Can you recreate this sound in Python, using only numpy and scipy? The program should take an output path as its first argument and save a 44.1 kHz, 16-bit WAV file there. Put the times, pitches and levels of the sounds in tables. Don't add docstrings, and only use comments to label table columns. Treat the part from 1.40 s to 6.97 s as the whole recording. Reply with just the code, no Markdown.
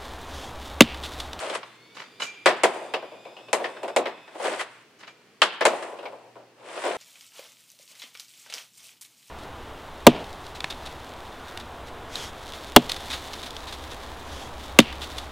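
import sys
import numpy as np
from scipy import signal
from scipy.fft import rfft, irfft, next_fast_len
from scipy.io import wavfile
from scipy.ndimage import uniform_filter1d, map_coordinates

SR = 44100
rng = np.random.default_rng(int(sys.argv[2]) if len(sys.argv) > 2 else 0)


def magnitude_from_level(level_db):
    exponent = np.asarray(level_db, float) / 20
    return 10 ** exponent


def inscribe(sig):
    pcm = np.round(np.clip(np.atleast_2d(sig).T, -1, 1) * 32767)
    wavfile.write(sys.argv[1], SR, pcm.astype(np.int16))


N = 245618
TIME = np.arange(N) / SR


def unit(x):
    return x / np.sqrt(np.mean(x ** 2) + 1e-20)


def along(points, hz):
    f, v = np.transpose(points)
    return np.interp(np.log(hz + 1), np.log(f + 1), v)


def wobble(rate):
    return map_coordinates(rng.standard_normal(int(N * rate / SR) + 4), [TIME * rate], order=1)


def filtered(x, response):
    m = 2 * next_fast_len(N // 2 + SR // 4)
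    gain = response(np.fft.rfftfreq(m, 1 / SR))
    return irfft(rfft(x, m) * gain / np.sqrt(np.mean(abs(gain) ** 2)), m)[..., :N]


def colour(points):
    def response(hz):
        c = irfft(np.log(magnitude_from_level(along(points, hz)) + 1e-6))
        c[1:len(c) // 2] *= 2
        c[len(c) // 2 + 1:] = 0
        return np.exp(rfft(c))[:len(hz)]
    return response


def stereo(pair):
    # frequency in Hz, left-right likeness from 0 to 1.
    alike = [(100, 0.93), (500, 0.9), (2000, 0.62), (8000, 0.1)]
    m = next_fast_len(N)
    hz = np.fft.rfftfreq(m, 1 / SR)
    turn = np.arccos(np.clip(along(alike, hz), 0, 1)) / 2
    mid, side = irfft(rfft(pair, m) * [np.cos(turn), np.sin(turn)], m)[:, :N]
    return np.array([mid + side, mid - side])


def grit(rough_db):
    return unit(rng.standard_normal((2, N)) * magnitude_from_level(rough_db * (wobble(250) + wobble(1500))))


def add(track, s, swell, t60, db):
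    part = track[..., round(s * SR):][..., :SR * 3 // 4]
    t = TIME[:part.shape[-1]]
    part += magnitude_from_level(db) * (1 - np.exp(-t / swell)) * magnitude_from_level(-60 * t / t60)


def tile(f):
    # resonance in Hz, its width in Hz, level in dB.
    tile_modes = [(233, 65, -12.5), (356.3, 59.5, 3), (439.3, 114.4, 3), (524.4, 107, 5.5),
                  (649.5, 76, 4.5), (733.5, 86.5, 1.5), (950, 220, -4.5)]
    total = 0
    for k, (centre, width, db) in enumerate(tile_modes):
        sign = (-1) ** k
        total = total + sign * magnitude_from_level(db) * 1j * f * width / (centre * centre - f * f + 1j * f * width)
    return total * (1j * f / (200 + 1j * f)) ** 3


def bodies(thud, clack, crack, edge):
    # frequency in Hz, level in dB per Hz.
    blade = [(600, -34), (1000, 3.5), (1300, 1), (1900, -0.5), (2500, -2), (3100, -4), (4000, -9.5),
             (5500, -15.5), (9000, -45.5)]
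    return filtered(thud, tile) + filtered(clack, colour(blade)) + filtered(crack, colour(edge))


def contacts():
    # start in seconds, tile thud in dB, blade clack in dB over the thud,
    # bright crack in dB over the thud, blade note in Hz.
    slaps = [
        (1.235, -2, -11, -14, 2044),
        (1.538, -13.5, -6, -24.5, 2630),
        (2.13, -8.5, -8, -8, 1900),
        (2.563, -4, -13.5, -16.5, 2147),
        (4.253, -2.5, -8.5, -11.5, 1570),
    ]
    landings = [
        (1.059, -3.5, -4.5, -15, 1850),
        (4.029, -20, 3, -6, 3000),
        (4.209, -12, -6.5, -24, 1750),
    ]
    snaps = [
        (0.231, -36, 9.5, -31.5, 1120),
        (3.001, -24.5, -19, -33, 1500),
        (3.046, -15.5, -24, -37, 1750),
        (3.077, -42, 2, 0, 1400),
        (3.136, -24.5, -0.5, -20.5, 1510),
        (4.018, -10.5, 7.5, -10, 2750),
        (5.453, -22.5, -7.5, -15, 1510),
    ]
    # start in seconds, tile thud in dB, blade clack in dB over the thud,
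    # blade note in Hz.
    catches = [
        (0.098, -21.5, -5.5, 3140),
        (0.15, -32.5, 2.5, 1930),
        (2.201, -18.5, -25, 1770),
        (2.432, -18.5, -13.5, 2360),
        (2.48, -23, -10, 1480),
        (3.054, -24, -1, 1410),
        (3.194, -28.5, 3, 2020),
        (4.426, -25.5, -5, 1740),
    ]
    taps = [(1.358, -25.5, -27, 2370), (1.625, -26.5, -15, 1490), (2.084, -34, -9.5, 2550),
            (2.242, -22.5, 0, 1790), (2.368, -34, -6, 1550), (2.657, -17.5, -7, 1856),
            (2.878, -41, -0.5, 1624), (2.953, -26.5, -26, 1400), (4.587, -30.5, -7.5, 2600),
            (4.628, -29, -12, 1460), (4.655, -24.5, -10, 2230), (4.724, -31, -21, 1470),
            (4.747, -52, -8, 2340), (5.438, -17.5, -11, 1460)]
    rocks = [
        (1.717, -32, -17.5, 2340),
        (1.852, -32, -12.5, 2310),
        (1.966, -37, -7.5, 2710),
        (2.997, -22.5, -20, 1500),
        (4.956, -35, -16.5, 1420),
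    ]
    blow_list = []
    for rows, t60 in ((slaps, .12), (landings, 0.17), (snaps, .06)):
        blow_list += [(s, db, clack, crack, t60, hz) for s, db, clack, crack, hz in rows]
    for rows, edge_db, t60 in ((catches, -11, 0.15), (taps, -32, 0.15), (rocks, -18.5, 0.32)):
        blow_list += [(s, db, clack, clack + edge_db, t60, hz) for s, db, clack, hz in rows]
    return blow_list


def blows():
    # frequency in Hz, level in dB per Hz.
    crack_edge = [(2500, -48.5), (4000, -1), (5600, -3.5), (7000, 4.5), (8300, 4), (9800, -2.5),
                  (12000, -13.5), (14000, -31), (16500, -57.5)]
    rattle, push, notes = np.zeros((3, N)), np.zeros((3, 1, N)), np.zeros((2, N))
    force = np.array([stereo(grit(rough_db=1.2)) for _ in rattle])
    for s, db, clack_db, crack_db, t60, note_hz in contacts():
        soft_db = -.12 * db
        start = round(s * SR)
        add(rattle[0], s, .0015, 1.31 * t60, db - 9)
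        add(rattle[1], s, .0005, t60, db + clack_db - 2.5 - soft_db)
        add(rattle[2], s, .0003, 0.84 * t60, db + crack_db - 6.5)
        push[:, 0, start] += magnitude_from_level([db + 13.5, db + clack_db + 8.0, db + crack_db + 13])
        knock = np.zeros(SR // 4)
        add(knock, 0, .0005, 0.78 * t60, db + clack_db + 3 + 2.3 * soft_db)
        spot = slice(start, start + SR // 4)
        source = force[1][:, spot]
        resonance = signal.iirpeak(note_hz, 4.5, SR)
        once = signal.lfilter(*resonance, knock[:source.shape[1]] * source)
        notes[:, spot] += signal.lfilter(*resonance, once)
    return notes + bodies(*(rattle[:, None] * force + push), crack_edge)


def sweep_strokes():
    # release in seconds, touch in seconds before release, full pressure in seconds before release,
    # tile rumble in dB, blade rasp in dB over the rumble.
    sweeps = [
        (0.156, .38, 0.18, -30.5, 0.5),
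        (3.214, 0.34, .17, -28.5, -0.5),
        (5.62, 0.46, 0.15, -29, -2),
    ]
    flick_db = 9.5
    strokes = []
    for go, touch, full, db, rasp in sweeps:
        # time in s, pressure in dB, rasp from blade speed in dB
        stages = ((go - touch, -25.5, -8),
                  (go - touch + 0.13, -11.5, 0),
                  (go - full, 0, 0),
                  (go - 0.032, -7, -1.5),
                  (go, -7, flick_db),
                  (go + 0.047, -34.5, flick_db),
                  (go + .21, -47, 2 * flick_db))
        stroke = []
        for s, press, speed in stages:
            creep_hiss_db = -3 * (s == go - touch)
            stroke.append((s, db + press, rasp + speed, rasp + speed - 9 + creep_hiss_db))
        strokes.append(stroke)
    return strokes


def glide_strokes():
    # start in seconds, length in seconds, tile rumble in dB.
    glides = [
        (1.28, .25, -30),
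        (2.154, 0.33, -34),
        (4.298, 0.673, -28.5),
    ]
    skid_s, skid_hiss_db, roll_hiss_db = 0.2, -17.5, -21.5
    strokes = []
    for s, length, db in glides:
        stages = ((0, skid_hiss_db), (min(skid_s, length), skid_hiss_db),
                  (min(skid_s + 0.026, length), roll_hiss_db), (length, roll_hiss_db))
        strokes.append([(s + t, db - 40.5 * t, -14, hiss) for t, hiss in stages])
    return strokes


def slides():
    # frequency in Hz, level in dB per Hz.
    slide_hiss = [(3000, -31.5), (4500, -5.5), (6000, -3), (8500, 2.5), (10000, -4), (12000, -19),
                  (16500, -47.5)]
    corners = []
    for stroke in sorted(sweep_strokes() + glide_strokes()):
        before, after = stroke[0][0] - .02, stroke[-1][0] + .03
        corners += [(before, -90, 0, 0), *stroke, (after, -90, 0, 0)]
    times, *curves = np.transpose(corners)
    rumble_db, rasp_db, hiss_db = (np.interp(TIME, times, curve) for curve in curves)
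    chatter = 3.2 * np.minimum(wobble(45), 1.1)
    levels = (rumble_db + chatter - 3.0,
              rumble_db + rasp_db + 0.36 * chatter - 2.5,
              rumble_db + hiss_db - 3.5)
    return bodies(*[magnitude_from_level(db) * stereo(grit(rough_db=1.7)) for db in levels], slide_hiss)


def goal():
    # start in seconds, level in dB, bright fizz in dB over the level,
    # steel ring in dB over the level, swish t60 in seconds.
    net_hits = [
        (0.546, -42.5, -3, -16, .15),
        (0.566, -25.5, -22.5, -31.5, 0.091),
        (0.591, -34, -13.5, -16, 0.24),
        (0.798, -23.5, -8.5, -15.5, 0.12),
        (0.819, -28.5, -3.5, 2, 0.22),
        (3.586, -51, -1.5, -14, 0.19),
        (3.601, -40.5, -19, -20.5, 0.12),
        (3.626, -39, -29, -38.5, 0.16),
        (3.67, -36, -15, -14, .14),
    ]
    # frequency in Hz, level in dB, t60 in seconds.
    frame = [(2370, -13, 1), (2360, -6.5, 0.36), (1400, -7, 0.087), (2960, 2.5, 0.099), (3990, 2.5, 0.04),
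             (6400, -21.5, .25), (6670, -15, .15), (6600, -22.5, 0.45)]
    # frequency in Hz, level in dB per Hz.
    mesh_body = [(70, -39.5), (150, -10.5), (260, -12.5), (700, -2.5), (1100, -1.5), (2300, -2),
                 (5000, -12), (6500, -25), (11000, -82.5)]
    net_fizz = [(3000, -21), (4500, 0), (7000, 0), (10000, -11.5), (16000, -28)]
    swell_s = .008
    swish, fizz = np.zeros((2, N))
    tube = np.zeros((len(frame), N))
    for s, db, bright_db, ring_db, t60 in net_hits:
        add(swish, s, swell_s, t60, db - 2.5)
        add(fizz, s, swell_s, t60, db + bright_db - 2)
        for mode, (_, level_db, life) in zip(tube, frame):
            add(mode, s, 0.011 * life, life, db + ring_db + level_db)
    ring = 0
    for mode, (hz, *_) in zip(tube, frame):
        beating = magnitude_from_level(hz / 1800 * wobble(90))
        ring = ring + mode * beating * np.sin(2 * np.pi * hz * TIME)
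    mesh = filtered(swish * stereo(grit(rough_db=3.0)), colour(mesh_body))
    bright = filtered(fizz * stereo(grit(rough_db=0.5)), colour(net_fizz))
    return mesh + bright + ring * magnitude_from_level([[-1.5], [1.5]])


def yard(x):
    # frequency in Hz, t60 in seconds.
    linger = [(300, 0.21), (1000, 0.61), (3000, 0.84), (6000, 0.2), (12000, 0.09)]
    hz, t, z = signal.stft(x.mean(0), SR, nperseg=256)
    hop = t[1] - t[0]
    power_in = uniform_filter1d(abs(z) ** 2, size=5, axis=0)
    keep = magnitude_from_level(-120 * hop / along(linger, hz))
    power = np.array([signal.lfilter([0, 0, 0, 1 - k], [1, -k], p) for k, p in zip(keep, power_in)])
    late = round(0.095 / hop)
    power[:, late:] += 0.056 * power[:, :-late].copy()
    noise = signal.stft(stereo(rng.standard_normal((2, N))), SR, nperseg=256)[2]
    noise = noise / np.sqrt(np.mean(abs(noise) ** 2))
    return signal.istft(noise * np.sqrt(power), SR, nperseg=256)[1][:, :N]


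def saw():
    # time in seconds, tooth rate in Hz.
    saw_speed = [
        (0.199, 1870),
        (.44, 2190),
        (.7, 2370),
        (1.0, 2430),
        (1.5, 2400),
        (1.8, 2447),
        (2.08, 2603),
        (2.5, 2580),
        (3.02, 2550),
    ]
    s, hz = np.transpose(saw_speed)
    turns = np.cumsum(np.interp(TIME, s, hz) * (1 + .006 * wobble(200))) / SR
    edges = s[0], s[0] + .06, s[-1] - 0.17, s[-1]
    level = -61 + 2.5 * TIME + np.interp(TIME, edges, (-10, -0.5, -3, -15), -60, -60)
    clears_s, dulls_s = .6, 3.5
    high = -14.5 - 12 * np.exp(-(TIME / clears_s) ** 2) - 6 * (TIME / dulls_s) ** 6
    second = np.interp(TIME, (.8, 1.8, 2.9), (-4, -6, -12))
    teeth = 0
    for k, db in ((1, 0), (2, second), (3, high), (4, high - 6)):
        teeth = teeth + magnitude_from_level(db + 2.2 * wobble(40)) * np.sin(2 * np.pi * k * turns)
    plate = unit(filtered(rng.standard_normal(N), lambda f: 1 / (1 + ((f - 3540) / 170) ** 2)))
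    return magnitude_from_level(level) * (teeth + magnitude_from_level(-3.5) * plate)


def suburb():
    # frequency in Hz, level in dB per Hz.
    hum = [(18, -34), (30, -19), (58, -54.5), (103, -9), (449, 0.5), (584, -9), (632, -8.5), (2830, -11),
           (3490, -14.5), (3770, -17), (4190, -14), (16000, -33.5)]
    rush = unit(filtered(stereo(rng.standard_normal((2, N))), colour(hum)))
    drone = unit(filtered(rng.standard_normal(N), lambda f: 1 / (1 + ((f - 120) / 1.5) ** 2)))
    rush_db = -46.5 - 0.79 * TIME - 8.5 + 0.44 * wobble(3.88)
    return magnitude_from_level(rush_db) * rush + magnitude_from_level(-73) * drone


def scene():
    near = blows() * magnitude_from_level([[.7], [-.7]]) + slides() * magnitude_from_level([[.8], [-.8]]) + goal()
    wet = signal.lfilter(*signal.butter(3, 210, "high", fs=SR), yard(near))
    return near + magnitude_from_level(-12.5) * wet + saw() + suburb()


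def roll_off(x):
    return signal.sosfilt(signal.butter(12, 16510, fs=SR, output="sos"), x)


def record(dry):
    x = dry / (1 + abs(dry) ** 12) ** (1 / 12)
    m = 2 * next_fast_len(N // 2 + 64)
    passed = np.fft.rfftfreq(m, 1 / SR) < 16100
    mix = irfft(rfft(x, m) * passed, m)[:, :N]
    return roll_off(mix)


dry = scene()
out = record(dry)
inscribe(out)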